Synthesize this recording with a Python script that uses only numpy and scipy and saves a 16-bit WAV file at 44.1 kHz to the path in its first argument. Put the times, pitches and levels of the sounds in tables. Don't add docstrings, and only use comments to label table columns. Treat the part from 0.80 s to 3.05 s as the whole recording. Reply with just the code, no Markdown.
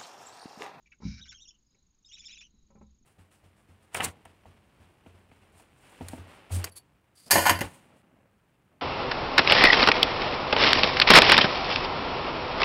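import sys
import numpy as np
from scipy import signal
from scipy.fft import rfft, irfft
from scipy.io import wavfile

SR = 44100
rng = np.random.default_rng(int(sys.argv[2]) if len(sys.argv) > 2 else 0)


def master_out(mix):
    frames = np.transpose(np.atleast_2d(mix))
    ceiling = np.clip(frames, -1, 1)
    pcm = np.round(ceiling * 32767).astype(np.int16)
    wavfile.write(sys.argv[1], SR, pcm)


N = 99225
TIME = np.arange(N) / SR


def amp(db):
    return 10 ** (np.asarray(db) / 20)


def unit(x):
    return x / np.sqrt(np.mean(x ** 2) + 1e-20)


def add(mix, start_s, sound):
    part = mix[max(round(start_s * SR), 0):][:len(sound)]
    part += sound[:len(part)]


def noise(curve, size):
    hz, db = np.transpose(curve)
    freqs = np.fft.rfftfreq(size, 1 / SR)
    gain = amp(np.interp(np.log(freqs + 1), np.log(hz), db))
    return unit(irfft(rfft(rng.standard_normal(size)) * gain, size))


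def formant(hz, width_hz, size):
    detune = 2 * (np.fft.rfftfreq(size, 1 / SR) - hz) / width_hz
    return unit(irfft(rfft(rng.standard_normal(size)) / (1 + detune ** 2) ** 1.5, size))


def wobble(depth, width_hz, size):
    return 1 + depth * formant(0, width_hz, size)


# (frequency [Hz], level [dB])
BED_EQ = [(15, -2.5), (36, -2), (60, 0), (100, -14.5), (210, -12), (350, -21), (600, -31.5), (1000, -28.5),
          (1800, -33.5), (3200, -32), (3900, -28.5), (4500, -29.5), (5700, -32), (6600, -25.5),
          (7100, -26.5), (7800, -42.5)]
# (time [s], gain [dB])
RUMBLE_RIDE = [(0, 1), (.5, 7), (.8, 0), (1.05, 2), (1.25, 0), (1.4, 7), (1.65, 5), (1.85, 9), (2.25, 5.5)]


def background():
    bed = amp(-72.5) * noise(BED_EQ, N)
    rumble = signal.sosfiltfilt(signal.butter(2, 400, fs=SR, output="sos"), bed)
    swell = amp(np.interp(TIME, *np.transpose(RUMBLE_RIDE)))
    return rumble * swell + (bed - rumble) * wobble(0.091, 75, N)


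def camera_whine(hz=6620, start_s=0.0248, period_s=0.04, burst_s=0.014, fade_s=0.0029):
    since = (TIME - start_s) % period_s
    gate = np.clip(np.minimum(since, burst_s - since) / fade_s, 0, 1)
    sagging_level = amp(-71 - 5 * since / burst_s)
    return np.sqrt(2) * sagging_level * gate * np.sin(2 * np.pi * hz * since)


def flutter(length, rate_hz=260, depth=0.46, attack_s=0.0028, release_s=0.0042):
    t = np.arange(SR // 10) / SR
    cycles = np.cumsum(rate_hz * wobble(0.32, 480, len(t))) / SR
    flapping = unit(1 + depth * np.cos(2 * np.pi * cycles))
    return np.minimum(t / attack_s, 1) * np.exp(-np.maximum(t - length, 0) / release_s) * flapping


# (start [s], length [s], level [dB], formant [Hz], treble against formant [dB])
RASP_CUES = [(0.058, 0.018, -62.5, 2390, -13), (0.117, 0.013, -53, 2385, -16), (0.455, 0.014, -54, 2310, 0),
             (0.5162, 0.014, -50, 2220, 5.5), (0.943, 0.006, -72.5, 2280, -33),
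             (1.317, 0.025, -62, 2400, -7.5), (1.366, 0.021, -57, 2430, -1),
             (1.414, 0.035, -60.5, 2400, -3.5), (1.48, 0.031, -54.5, 2425, 2),
             (1.518, .026, -56.5, 2510, -7.5), (1.567, 0.01, -54, 2550, -4), (1.606, .021, -52, 2567, -4)]
# (frequency [Hz], level [dB])
RASP_TREBLE_EQ = [(900, -23.5), (1900, -9), (2800, -3), (3300, -8.5), (3900, -0.5), (4500, -7.5),
                  (5550, -3.5), (6300, -6.5), (7100, -11.5), (7800, -12)]


def rasps(width_hz=452):
    out = np.zeros(N)
    for start, length, db, hz, treble_db in RASP_CUES:
        envelope = flutter(length)
        body = formant(hz, width_hz, len(envelope))
        grit = amp(treble_db) * noise(RASP_TREBLE_EQ, len(envelope))
        add(out, start, amp(db) * envelope * unit(body + grit))
    return out


# (start [s], length [s], level [dB])
RATTLE_CUES = [(0.124, 0.014, -69), (.388, 0.018, -62), (0.454, 0.027, -63.5), (0.521, 0.019, -59.5)]


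def rattles(hz=1543, width_hz=270):
    out = np.zeros(N)
    for start, length, db in RATTLE_CUES:
        envelope = flutter(length)
        add(out, start, amp(db) * envelope * formant(hz, width_hz, len(envelope)))
    return out


# (time [s], thump drive [dB], contact [s], scuff drive [dB])
FOOTFALLS = [(.202, -59, 0.0016, -59.5), (.219, -48.5, 0.0042, -49), (0.233, -42.5, 0.0027, -69),
             (0.252, -27.5, 0.0044, -59.5), (0.2629, -28.5, 0.0044, -72.5), (.300, -27.5, 0.0071, -74.5),
             (0.399, -42, 0.0075, -73), (0.498, -48.5, 0.0085, -94), (.947, -72, 0.0025, -73),
             (1.74, -62, 0.0037, -78.5), (1.903, -66, 0.0012, -61), (1.953, -57, 0.0017, -58),
             (1.963, -56.5, 0.0026, -62.5), (2.012, -56, 0.001, -54.5), (2.024, -48.5, 0.0048, -76),
             (2.068, -50, 0.01, -86), (2.211, -64, 0.0032, -93.5)]
# (frequency [Hz], level [dB], 60 dB decay [s])
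BOARD_MODES = [(65.76, -9.5, 0.54), (85.2, -19, 0.42), (116.6, -8, .34), (174.4, 0.5, 0.12),
               (210.9, 1.5, .2), (251.4, -13.5, 0.45), (339, -15, 0.36), (399, -27, 0.057),
               (540.3, -9, 0.16), (792, -13.5, 0.18), (931, -19, 0.069), (1010.4, -14.5, 0.13),
               (1300, -8.5, 0.067)]
# (frequency [Hz], level [dB])
SCUFF_EQ = [(100, -20), (300, -14.5), (450, 4), (660, -12), (900, 2.5), (1300, -6.5), (1650, -12.5),
            (2300, -4), (3100, -25), (4000, -27), (7000, -11)]


def feet(scuff_attack_s=0.0034, scuff_t60_s=0.1, scuff_to_boards_db=1, scuff_direct_db=-10.5):
    out, t = np.zeros(N), np.arange(SR // 2) / SR
    ring = -sum(amp(db - 60 * t / t60) * np.cos(2 * np.pi * hz * t) for hz, db, t60 in BOARD_MODES)
    for start, thump_db, contact, scuff_db in FOOTFALLS:
        push = np.sin(np.pi * np.minimum(t / contact, 1)) ** 2
        envelope = amp(scuff_db - 60 * t / scuff_t60_s) * np.minimum(t / scuff_attack_s, 1)
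        scuff = envelope * noise(SCUFF_EQ, len(t))
        scrape = amp(scuff_to_boards_db) * scuff / np.linalg.norm(ring)
        force = amp(thump_db) * push / push.sum() + scrape
        add(out, start, signal.fftconvolve(ring, force)[:len(t)] + amp(scuff_direct_db) * scuff)
    return out


# (time [s], level [dB])
HISS_BREATH = [(0.207, -76.5), (0.238, -58), (.272, -51.5), (.318, -53), (.342, -55.5), (.368, -58),
               (0.394, -54), (0.414, -67.5), (.45, -107)]
# (frequency [Hz], level [dB])
THROAT_EQ = [(700, -44.5), (1020, -19.5), (1200, -25.5), (1450, -7.5), (1950, -15), (2340, 2.5),
             (2560, -13), (2900, -13.5), (3100, -13.5), (3400, -18), (3900, -1), (4120, -8), (4800, -6.5),
             (5480, 0.5), (5950, -7), (6300, -11.5), (6900, -17), (7700, -27.5)]


def long_hiss():
    breath = amp(np.interp(TIME, *np.transpose(HISS_BREATH), left=-140, right=-140))
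    return breath * noise(THROAT_EQ, N) * wobble(0.23, 530, N)


def membrane_phase(hz, jitter=0.0087):
    return 2 * np.pi * np.cumsum(hz * wobble(jitter, 1300, len(hz))) / SR


# (centre [s], length [s], top pitch [Hz], level [dB], octave level [dB],
# upper voice pitch [Hz], upper voice level [dB])
CHITTER_NOTES = [(0.426, 0.053, 3854, -50.5, -75.5, 6020, -55),
                 (0.495, 0.053, 3556, -54.5, -59.5, 5550, -54.5),
                 (0.559, 0.06, 3238, -56.5, -62, 5430, -70.5), (.626, 0.081, 3726, -55.5, -64, 5975, -53),
                 (0.691, 0.044, 3437, -60, -58.5, 5450, -53), (.751, 0.033, 3053, -69, -88, 6230, -73),
                 (1.268, 0.058, 3740, -68.5, -68, 5190, -57), (1.295, 0.029, 3285, -64, -61.5, 5200, -66),
                 (1.339, 0.063, 3708, -51.5, -61, 5550, -52.5),
                 (1.401, 0.047, 3543, -54.5, -55.5, 5265, -53),
                 (1.464, 0.06, 3637, -51, -56.5, 5340, -44.5),
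                 (1.532, 0.063, 3580, -52.5, -57.5, 5220, -52.5),
                 (1.596, 0.065, 3560, -55, -59.5, 5120, -64.5),
                 (1.648, 0.054, 3079, -57.5, -64.5, 6100, -88.5)]


def chitter(trough_hz=2770, trough_db=-14.5, octave_trough_db=-6, upper_sag=0.016, fade_s=0.01):
    out, t = np.zeros(N), np.arange(-SR // 20, SR // 20) / SR
    for centre, length, top_hz, db, octave_db, upper_hz, upper_db in CHITTER_NOTES:
        arch = np.exp(-abs(t / (0.3 * length)) ** 3.3)
        trough = 1 - arch
        pitch = trough_hz + (top_hz - trough_hz) * arch
        phase = membrane_phase(pitch, jitter=0.0087 * arch + 0.032 * trough)
        lower = amp(db + trough_db * trough) * np.sin(phase)
        octave = amp(octave_db + octave_trough_db * trough) * np.sin(2 * phase)
        off_peak = np.minimum((t / (0.099 * length)) ** 2, 10)
        upper_phase = membrane_phase(upper_hz * (1 - upper_sag * off_peak))
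        upper = amp(upper_db) * np.exp(-off_peak / 2) * np.sin(upper_phase)
        gate = np.clip(0.5 + (length / 2 - abs(t)) / fade_s, 0, 1)
        shimmer = wobble(0.73 * (1 - arch / 2), 470, len(t))
        add(out, centre + t[0], np.sqrt(2) * gate * (lower + octave + upper) * shimmer)
    return out


# (centre [s], length [s], pitch [Hz], level [dB])
SQUEAK_CUES = [(.448, 0.026, 5430, -57.5), (.511, 0.013, 5520, -50.5), (0.586, .024, 5540, -57.5),
               (0.656, 0.012, 5570, -55.5), (0.711, 0.017, 3062, -57), (0.417, 0.0097, 3730, -52),
               (1.25, 0.0092, 3710, -55), (1.303, 0.014, 5730, -57.5), (1.36, 0.029, 3840, -59),
               (1.427, 0.029, 5550, -54), (1.490, 0.03, 5580, -57), (1.508, 0.023, 3880, -52),
               (1.564, .024, 3860, -58.5), (1.617, 0.034, 5543, -55.5)]


def squeaks():
    out, t = np.zeros(N), np.arange(-SR // 20, SR // 20) / SR
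    for centre, length, hz, db in SQUEAK_CUES:
        swell = np.cos(np.pi * np.clip(t / length, -0.5, 0.5)) ** 2
        tone = np.sin(membrane_phase(np.full(len(t), hz)))
        add(out, centre + t[0], np.sqrt(2) * amp(db) * swell * tone)
    return out


# (centre [s], length [s], formant [Hz], level [dB])
WHEEZE_CUES = [(0.912, 0.16, 5040, -81.5), (0.976, 0.2, 4000, -83), (1.77, 0.3, 3970, -84.5),
               (2.056, 0.17, 3920, -87)]


def wheezes(width_hz=520):
    out = np.zeros(N)
    for centre, length, hz, db in WHEEZE_CUES:
        swell = np.cos(np.pi * np.clip((TIME - centre) / length, -0.5, 0.5))
        out += amp(db) * swell * formant(hz, width_hz, N)
    return out


# (delay [s], gain against the direct sound [ratio])
WALL_REFLECTIONS = [(.0021, 0.14), (.0046, 0.18), (.0073, 0.33)]


def nest_box(calls, t60_s=0.12, tail_db=-11, predelay_s=0.003):
    t = np.arange(SR // 5) / SR
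    response = rng.standard_normal(len(t)) * amp(-60 * t / t60_s) * (t > predelay_s)
    response *= amp(tail_db) / np.linalg.norm(response)
    response[0] = 1
    for delay, gain in WALL_REFLECTIONS:
        response[round(delay * SR)] += gain
    return signal.fftconvolve(calls, response / np.linalg.norm(response))[:N]


def scene():
    calls = chitter() + squeaks() + rasps() + rattles() + long_hiss() + wheezes()
    return (nest_box(calls) + feet() + camera_whine() + background())[None]


def record(dry, band_hz=7500, hiss_db=-96.5, hiss_top_hz=15750):
    band_filter = signal.firwin(141, band_hz, window=("kaiser", 8), fs=SR)[None]
    top_filter = signal.firwin(511, hiss_top_hz, window=("kaiser", 9), fs=SR)[None]
    narrow = signal.oaconvolve(dry, band_filter, "same")
    hiss = amp(hiss_db) * rng.standard_normal(dry.shape)
    return signal.oaconvolve(narrow + hiss, top_filter, "same")


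dry = scene()
out = record(dry)
master_out(out)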